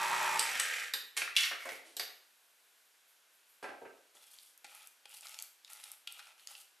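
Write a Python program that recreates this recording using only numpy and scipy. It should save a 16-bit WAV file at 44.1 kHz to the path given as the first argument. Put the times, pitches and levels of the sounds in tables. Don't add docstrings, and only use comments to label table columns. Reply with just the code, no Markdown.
import sys
import numpy as np
from scipy import signal
from scipy.fft import rfft, irfft, next_fast_len
from scipy.io import wavfile
from scipy.ndimage import map_coordinates

SR = 44100
rng = np.random.default_rng(int(sys.argv[2]) if len(sys.argv) > 2 else 0)


def to_wav(sig):
    pcm = np.clip(np.atleast_2d(sig), -1, 1) * 32767
    pcm = np.round(pcm).astype(np.int16)
    wavfile.write(sys.argv[1], SR, pcm.T)


N = 299880

# (time [s], speed [turns/s])
SHAFT_SPEED = [(0, 61), (.39, 61), (.6, 48), (.8, 30), (.95, 8)]
# (frequency [Hz], relative level [dB])
GEAR_TONES = [(845.2, -48), (909.8, -46), (1044, -50), (1130, -54), (1179, -55), (1330, -47), (1577, -54),
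              (1642, -54), (1809, -55), (1911, -53), (1981, -55), (2191, -58), (2433, -53), (2557, -55),
              (3128, -63), (3176, -62)]
# (frequency [Hz], relative level [dB])
SHAFT_TONES = [(86.1, -81.5), (150.7, -73.5), (183.0, -69.5), (296.1, -69), (339.1, -67), (382.2, -60)]
# (frequency [Hz], relative level [dB])
LOADED_GEARS = [(59, -66.5), (100, -44), (180, -35), (252, -31.5), (375, -27), (461, -26.5), (595, -8.5),
                (732, -19.5), (819, -5.5), (930, 3), (1180, -9), (1340, -3.5), (1410, -11), (1970, -10),
                (4500, -23), (5850, -73), (9900, -120)]
# (frequency [Hz], relative level [dB])
LOOSE_GEARS = [(180, -70), (300, -30), (554, -17), (740, -19.5), (828, -15.5), (1050, -27), (1280, -7),
               (1470, -10), (1610, -1.5), (2430, -2.5), (2760, -7.5), (3130, -10.5), (6000, -25),
               (7800, -46), (13200, -120)]
# (frequency [Hz], relative level [dB])
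BRUSH_HISS = [(2060, -26), (3500, -2), (5070, -2), (5730, 0), (6700, -3.5), (7790, 2), (8450, -8.5),
              (9710, -2), (10500, -9), (13100, -7), (14000, -13)]
# (time [s], thud [dB], body [dB], clack [dB], edge [dB],
# main resonance [Hz], rattle t60 [s]), levels relative
HEAD_CLACKS = [(0.3935, -47, -57, -30, -27.5, 8600, 0.05), (0.559, -48.5, -38, -39, -56, 3130, 0.013),
               (0.598, -56, -34.5, -32, -27.5, 7800, 0.031), (0.937, -51.5, -34.5, -30, -37.5, 3880, 0.051),
               (1.167, -55.5, -43.5, -42, -39, 2570, 0.17), (1.174, -65, -40, -35, -36.5, 2460, 0.092),
               (1.218, -53, -35.5, -35, -67, 2230, 0.059), (1.277, -71, -37, -50, -71, 1950, 0.026),
               (1.365, -75, -51, -22.5, -33.5, 3020, 0.1), (1.408, -67, -62, -35, -38, 3100, 0.039),
               (1.433, -83, -52, -22.5, -50, 2210, 0.028), (1.512, -51.5, -39, -52, -72, 1420, 0.17),
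               (1.653, -45, -42, -53, -51, 950, 0.098), (1.666, -45.5, -61, -64, -65, 675, 0.12),
               (1.69, -63, -40, -41.5, -53, 2180, 0.045), (1.72, -50.5, -62, -74, -55, 2250, 0.057),
               (1.842, -60, -64, -57, -57.5, 310, 0.35), (1.967, -54.5, -56, -42, -43, 3820, 0.067),
               (1.996, -50, -41.5, -34.5, -42.5, 4700, 0.092)]
# (frequency [Hz], relative level [dB], t60 [s])
HEAD_MODES = [(279.4, 5, 0.24), (540, 13.5, .25), (1460, 2, 0.3), (1647, 4.5, 0.33), (2194, -7, 0.22),
              (2570, -5, .14), (3000, 7, 0.16), (3740, -5, 0.1), (4100, -4, .25), (4970, 0, 0.18),
              (9600, -10, .16)]
# (time [s], relative level [dB])
SPRING_PINGS = [(0.9368, -29.5), (1.9669, -35), (1.9974, -32.5)]
# (frequency [Hz], relative level [dB], t60 [s])
SPRING_MODES = [(12120, -5, .06), (12220, -2, .07), (12300, -3, .06), (12450, -3, .06), (12680, -4, .05),
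                (12900, -6, .04)]
# (time [s], thud [dB], body [dB], clack [dB], edge [dB],
# main resonance [Hz], rattle t60 [s]), levels relative
COUNTER_KNOCKS = [(3.626, -43, -47.5, -52, -56.5, 616, 0.15), (3.64, -43, -43, -71, -66, 740, 0.13),
                  (3.688, -44, -48.5, -58, -68, 710, 0.1), (3.817, -41, -59, -73, -78, 567, 0.079),
                  (3.85, -48.5, -48, -67, -75, 480, 0.077)]
# (low edge [Hz], high edge [Hz])
BLOW_BANDS = [(270, 960), (900, 2700), (2300, 5660), (5200, 12000)]
# (frequency [Hz], relative level [dB])
HINGE_COLOUR = [(200, -48), (500, -38), (1100, -9.5), (1700, -2.5), (2150, 7.5), (2600, -4), (4500, -8),
                (6500, -11.5), (14000, -13)]
# (time [s], length [s], push on the bowl [dB], rubbing [dB], wet fizz [dB],
# growth of the pressure from start to end [dB], squelch [Hz]), levels relative
SPATULA_STROKES = [(4.138, 0.35, -80, -70, -62, -17, 3400), (4.639, 0.21, -69.5, -65, -64, -1, 2400),
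                   (5.07, .1, -70.5, -61.5, -55, -4, 2900), (5.218, 0.2, -64, -61.5, -60.5, -4.5, 2250),
                   (5.658, 0.25, -68, -63.5, -59, 2, 2100), (6.057, 0.24, -72, -66, -68, 10, 2450),
                   (6.361, 0.068, -76, -68, -65.5, -6, 2935), (6.458, 0.16, -68.5, -64, -58.5, -15, 2930)]
# (frequency [Hz], width [Hz], relative level [dB])
BOWL_RESONANCES = [(547, 120, -9.5), (844, 105, 1.5), (1080, 103, -4), (1332, 110, 4.5), (2044, 64, -3)]
# (frequency [Hz], relative level [dB])
RUB_COLOUR = [(900, -45), (1800, -12.5), (2500, -2.5), (3300, -2.5), (4200, -7), (5100, -13), (7000, -14),
              (14000, -41)]
# (frequency [Hz], relative level [dB])
FIZZ_COLOUR = [(2500, -18.5), (4500, 7.5), (6000, 3), (10000, 9.5), (14000, 4)]
# (time [s], thud [dB], body [dB], clack [dB], edge [dB],
# main resonance [Hz], rattle t60 [s]), levels relative
SPATULA_TAPS = [(4.147, -62.5, -68, -70, -60, 1400, 0.16), (4.644, -57.5, -47.5, -47.5, -50, 2400, 0.051),
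                (5.055, -61, -52, -46.5, -53.5, 2940, 0.023), (5.232, -69, -64, -47, -60, 2680, 0.024),
                (5.699, -72, -50, -58, -48, 2230, 0.035), (5.838, -81, -70, -42, -45, 9400, 0.018),
                (6.073, -84, -45.5, -34, -42.5, 3020, 0.027), (6.192, -69, -44, -42, -49, 1400, 0.045),
                (6.551, -89, -69, -43.5, -66, 3100, 0.018)]
# (frequency [Hz], relative level [dB], t60 [s], held to 0.4 s at most)
RIM_MODES = [(527, 4, 0.49), (821, 18, 0.079), (1383, 5, 0.34), (2520, 9, 0.1), (2930, -13, 0.21),
             (2870, 0.5, 0.15), (3200, -9, 0.083), (4030, -10, .16)]
# (time [s], relative level [dB], pitch [Hz])
PASTE_SNAPS = [(4.3863, -35, 4570), (4.4333, -40, 11500), (4.5765, -36, 13000), (4.7491, -32, 11800),
               (4.872, -30, 11170), (5.2086, -33, 8070), (5.2692, -29, 4140), (5.284, -34, 7160),
               (5.2934, -33, 7910), (5.3428, -30, 3730), (5.3882, -24, 4740), (5.3991, -30, 6460),
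               (5.4235, -21, 8900), (5.647, -32.5, 3860), (5.7324, -27.5, 10200), (5.8398, -29.5, 9360),
               (5.9167, -24.5, 11100), (6.1235, -27, 11700), (6.4723, -24.5, 4970)]
# (frequency [Hz], relative level [dB])
AIR_COLOUR = [(18, -71), (30, -27), (65, -35.5), (383, -10), (849, -5), (1280, -5.5), (1490, -1),
              (1880, -4.5), (2440, -3.5), (3680, -5), (5010, -7), (11400, -8.5), (14000, -11)]
# (frequency [Hz], t60 [s])
KITCHEN_DECAY = [(150, 0.33), (400, 0.61), (1000, 0.5), (3000, 0.49), (7000, 0.41), (10000, 0.37),
                 (13000, 0.45)]
# (frequency [Hz], level [dB])
STEREO_WIDTH = [(100, -14), (500, -9), (1100, -6), (2000, -6), (4000, -12), (9000, -35)]
# (frequency [Hz], relative level [dB], t60 [s])
COUNTER_MODES = [(88, -12, 0.13), (145, -12.5, 0.1), (200, -14.5, .12), (291, 1, 0.091), (414, -4, 0.13),
                 (519.6, -5, 0.17), (735, -4, 0.11), (923, -3, 0.1), (1301, 1, 0.092), (1572, 6, 0.1),
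                 (1675, 0, 0.087), (2310, -3, 0.13)]
# (time [s], length [s], level [dB])
METAL_SLIDES = [(1.156, 0.043, -43.5), (1.347, 0.11, -39.5), (1.583, 0.17, -52.5)]
# (time [s], length [s], level [dB])
FAINT_RUSTLES = [(2.117, 0.76, -71.5), (3.06, .06, -65.5), (3.314, 0.029, -66), (3.47, 0.055, -63)]

AIR_DB, TOP_HZ = -68, 13750
SWITCH_OFF_S, REST_S = 0.36, 0.94
STOP_S = 0.12
SWEEP_S, FIRST_SWEEP_S, SWEEP_DB = 0.115, 0.0085, 2
DRIVE_DB, UNLOAD_DB, UNLOAD_S, RUN_DOWN_DB_PER_S = -37.5, 3.5, 0.022, 75
CHATTER_DB, SLACK_DB, SLACK_S = -45, 6.5, 0.14
HISS_DB = -44.5
CHATTER_POWER, HISS_POWER = 0.4, 0.59
SLIDE_ATTACK_S, SLIDE_RELEASE_DB_PER_S = 0.028, 350
RUSTLE_ATTACK_S, RUSTLE_RELEASE_DB_PER_S = 0.03, 150
STROKE_ATTACK_S, STROKE_RELEASE_DB_PER_S = 0.041, 269
PRESSURE_WOBBLE_DB = 2.9
SQUELCH_DB, SQUELCH_WIDTH = 1, 0.098
SOFT_BELOW_HZ = 2800
TINY_SNAPS_PER_S, TINY_SNAP_DB, TINY_SNAP_HZ = 40, 20, 5000
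MOTOR_PAN_DB, HEAD_PAN_DB, BOWL_PAN_DB, KNOCK_PAN_DB = -0.8, -0.5, 0.4, -0.7


def amp(db):
    return 10 ** (np.asarray(db) / 20)


def unit(x):
    return x / np.sqrt(np.mean(x ** 2) + 1e-20)


def along(points, hz):
    f, v = np.transpose(points)
    return np.interp(np.log(hz + 1), np.log(f + 1), v)


def wobble(rate):
    knots = rng.standard_normal(int(N * rate / SR) + 4)
    return map_coordinates(knots, [np.arange(N) * rate / SR], order=1)


def filtered(x, response):
    n = x.shape[-1]
    m = next_fast_len(n + 8192)
    return irfft(rfft(x, m) * response(np.fft.rfftfreq(m, 1 / SR)), m)[..., :n]


def coloured(x, spectrum):
    return unit(filtered(x, lambda hz: amp(along(spectrum, hz))))


def grains(rate, spread_db):
    when, size, sign = rng.random((int(rate * N / SR), 3)).T
    size = amp(spread_db * 3.5 * size) * np.sign(sign - .5)
    return unit(np.bincount((when * N).astype(int), size, N))


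def ring(modes, t):
    hz, db, t60 = np.transpose(modes)[:, :, None]
    swing = amp(db + rng.normal(0, 2, db.shape) - 60 * t / np.clip(t60, .01, .4))
    return np.sum(swing * np.sin(2 * np.pi * (hz * t + rng.random(hz.shape))), axis=0)


def add(track, s, sound):
    part = track[max(round(s * SR), 0):][:len(sound)]
    part += sound[:len(part)]


def gesture(start, length, attack, release_db_per_s):
    t = np.arange(N) / SR - start
    return np.clip(t / attack, 0, 1) * amp(-release_db_per_s * np.maximum(t - length, 0))


def blows(rows, modes, level_db, ring_db, attack, crack_db, resonance_db, octaves=0.19):
    out, t = np.zeros(N), np.arange(SR * 3 // 10) / SR
    hz = np.fft.rfftfreq(len(t), 1 / SR)
    shapes = np.array([(hz / lo) ** 6 / (1 + (hz / lo) ** 6) / (1 + (hz / hi) ** 10) for lo, hi in BLOW_BANDS])
    centres = np.sqrt(np.prod(BLOW_BANDS, axis=1))
    for s, *colour, pitch_hz, t60 in rows:
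        distance = np.log2((hz + 1) / pitch_hz) / octaves
        band_power = (shapes * (1 + amp(resonance_db) / (1 + distance ** 2))) ** 2
        power = amp(colour) ** 2 @ (band_power / band_power.mean(axis=1, keepdims=True))
        noise = irfft(rfft(rng.standard_normal(len(t))) * np.sqrt(power), len(t))
        crack = amp(crack_db - 60 * t / 0.011)
        rattle = noise * (amp(-60 * t / max(t60, .004)) + crack)
        rise = attack * (SOFT_BELOW_HZ / min(pitch_hz, SOFT_BELOW_HZ)) ** 2
        excited = [(f, db + along(list(zip(centres, colour)), f), life) for f, db, life in modes]
        blow = rattle + amp(ring_db) * ring(excited, t)
        add(out, s, amp(level_db) * blow * (1 - np.exp(-t / rise)))
    return signal.sosfilt(signal.butter(1, 200, "high", fs=SR, output="sos"), out)


def spread(pair):
    side = filtered(pair[1], lambda hz: amp(along(STEREO_WIDTH, hz)))
    return np.array([pair[0] + side, pair[0] - side])


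def kitchen(x):
    hz, t, z = signal.stft(rng.standard_normal((2, SR * 3 // 4)), SR, nperseg=256)
    decay = amp(-60 * t / along(KITCHEN_DECAY, hz)[:, None]) * (1 - np.exp(-t / 0.00057))
    tail = signal.istft(z * decay, SR, nperseg=256)[1]
    tail = tail / np.linalg.norm(tail[0])
    return spread(signal.fftconvolve(x[None], tail, axes=1)[:, :N])


def placed(x, pan_db, room_db):
    return (x + amp(room_db) * kitchen(x)) * amp(np.array([[pan_db], [-pan_db]]) / 2)


def background_air():
    return amp(AIR_DB) * spread(coloured(rng.standard_normal((2, N)), AIR_COLOUR))


def effort(speed):
    t = np.arange(N) / SR
    coasting = np.maximum(t - SWITCH_OFF_S, 0)
    unloaded, slack = np.minimum(coasting / UNLOAD_S, 1), np.minimum(coasting / SLACK_S, 1)
    bite_db = SWEEP_DB * np.cos(2 * np.pi * (t - FIRST_SWEEP_S) / SWEEP_S) * (1 - unloaded)
    pace, turning = speed / speed[0], np.clip((REST_S - t) / STOP_S, 0, 1)
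    drive = amp(DRIVE_DB + bite_db - UNLOAD_DB * unloaded - RUN_DOWN_DB_PER_S * coasting)
    chatter = amp(CHATTER_DB - bite_db + SLACK_DB * slack) * pace ** CHATTER_POWER
    return turning * np.array([drive, chatter, amp(HISS_DB) * pace ** HISS_POWER])


def motor(whine_db=-1.0, hum_db=-2, slap_db=-1.0):
    speed = np.interp(np.arange(N) / SR, *np.transpose(SHAFT_SPEED))
    drive, chatter, hiss = effort(speed)
    turns = np.cumsum(speed) / SR
    pace = speed / SHAFT_SPEED[0][1] * (1 + .003 * wobble(40))
    phase = np.cumsum(pace[:SR]) / SR
    tones = np.zeros(N)
    for lines, level_db in ((GEAR_TONES, whine_db), (SHAFT_TONES, hum_db)):
        for hz, db in lines:
            swell_db = np.interp(np.linspace(0, 25, SR), np.arange(26), rng.normal(0, 2, 26))
            tone = np.sqrt(2) * np.sin(2 * np.pi * (hz * phase + rng.random()))
            tones[:SR] += amp(db + level_db + swell_db) * tone
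    tones *= drive / drive[:SR // 3].mean()
    mesh = (1 + .35 * np.cos(10 * np.pi * turns)) * (1 + .3 * np.cos(4 * np.pi * turns))
    grind = coloured(mesh * (grains(700, 3.7) + 0.67 * rng.standard_normal(N)), LOADED_GEARS)
    backlash = np.exp(-1.2 * (2 * turns % 1)) * amp(slap_db * wobble(87.7))
    loose = coloured(backlash * (grains(1500, 2.0) + 0.61 * rng.standard_normal(N)), LOOSE_GEARS)
    once_a_turn = 1 + .4 * np.cos(2 * np.pi * turns)
    sparks = coloured(once_a_turn * (grains(2500, 3) + rng.standard_normal(N)), BRUSH_HISS)
    return tones + drive * grind + chatter * loose + hiss * sparks


def head(spring_db=-10, blow_db=-1.0, ring_db=-21, resonance_db=3):
    out = blows(HEAD_CLACKS, HEAD_MODES, blow_db, ring_db, attack=.0003, crack_db=2, resonance_db=resonance_db)
    sliding = sum(amp(db) * gesture(s, length, SLIDE_ATTACK_S, SLIDE_RELEASE_DB_PER_S)
                  for s, length, db in METAL_SLIDES)
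    out += sliding * coloured(grains(900, 5.1), HINGE_COLOUR)
    t = np.arange(SR // 3) / SR
    for s, db in SPRING_PINGS:
        add(out, s, amp(db + spring_db) * ring(SPRING_MODES, t))
    return out


def rustles():
    level = sum(amp(db) * gesture(s, length, RUSTLE_ATTACK_S, RUSTLE_RELEASE_DB_PER_S)
                for s, length, db in FAINT_RUSTLES)
    colour = [(1000, -17), (3200, -2.5), (6000, -5), (13000, 9)]  # (frequency [Hz], relative level [dB])
    return level * coloured(grains(3000, 2.5), colour)


def knocks():
    return blows(COUNTER_KNOCKS, COUNTER_MODES, level_db=-1.5, ring_db=-8.0, attack=0.00011,
                 crack_db=-8.0, resonance_db=4.5)


def bowl(hz):
    return sum((-1) ** k * amp(db) * 1j * hz * width / (centre * centre - hz * hz + 1j * hz * width)
               for k, (centre, width, db) in enumerate(BOWL_RESONANCES))


def spatula(tick_db=-3):
    grip = amp(3.2 * wobble(70))
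    tears = amp(tick_db) * grains(110, 5)
    body = unit(filtered(grip * grains(600, 8.1) + tears, bowl))
    slips = coloured(grip * grains(600, 5.5) + tears, RUB_COLOUR)
    wet = coloured(grip * grains(2500, 3.3), FIZZ_COLOUR)
    t, uneven_db = np.arange(N) / SR, PRESSURE_WOBBLE_DB * wobble(18)
    out = blows(SPATULA_TAPS, RIM_MODES, level_db=-0.5, ring_db=-18, attack=0.00091,
                crack_db=-4.0, resonance_db=7)
    for s, length, push_db, rub_db, fizz_db, growth_db, squelch_hz in SPATULA_STROKES:
        pressure_db = growth_db * (np.clip((t - s) / length, 0, 1) - .5) + uneven_db
        pocket = signal.lfilter(*signal.iirpeak(squelch_hz, 1 / SQUELCH_WIDTH, SR), slips)
        rubbing = unit(slips + amp(SQUELCH_DB) * pocket)
        scrape = amp(push_db + pressure_db) * body
        scrape += amp(rub_db + pressure_db / 2) * rubbing
        scrape += amp(fizz_db + uneven_db) * wet
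        out += gesture(s, length, STROKE_ATTACK_S, STROKE_RELEASE_DB_PER_S) * scrape
    return out


def paste(level_db=-11.0, life=0.0009, octaves=0.93):
    out, t = np.zeros(N), np.arange(SR // 50) / SR
    tiny = []
    for s, length, _, rub_db, *_ in SPATULA_STROKES:
        when, size, pitch = rng.random((round(TINY_SNAPS_PER_S * length), 3)).T
        snap_db = rub_db + TINY_SNAP_DB + 10 * (size - .5)
        tiny += zip(s + length * when, snap_db, TINY_SNAP_HZ * 2 ** (2 * pitch - 1))
    for s, db, pitch_hz in list(PASTE_SNAPS) + tiny:
        burst = rng.standard_normal(len(t)) * np.exp(-t / life)
        snap = filtered(np.pad(burst, (32, 0)),
                        lambda hz: (1 + (np.log2((hz + 1) / pitch_hz) / octaves) ** 2) ** -1.5)
        add(out, s, amp(db + level_db) * unit(snap) * np.sqrt(life / t[-1]))
    return out


def scene():
    out = background_air() + placed(motor(), MOTOR_PAN_DB, room_db=-4.0)
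    out += placed(head(), HEAD_PAN_DB, room_db=-0.3)
    out += rustles()
    out += placed(knocks(), KNOCK_PAN_DB, room_db=0.3)
    out += placed(spatula() + paste(), BOWL_PAN_DB, room_db=-5.0)
    return out


def record(dry, low_cut_hz=60):
    thin = signal.sosfilt(signal.butter(2, low_cut_hz, "high", fs=SR, output="sos"), dry)
    return filtered(thin, lambda hz: 1 / np.sqrt(1 + (hz / TOP_HZ) ** 260))


dry = scene()
out = record(dry)
to_wav(out)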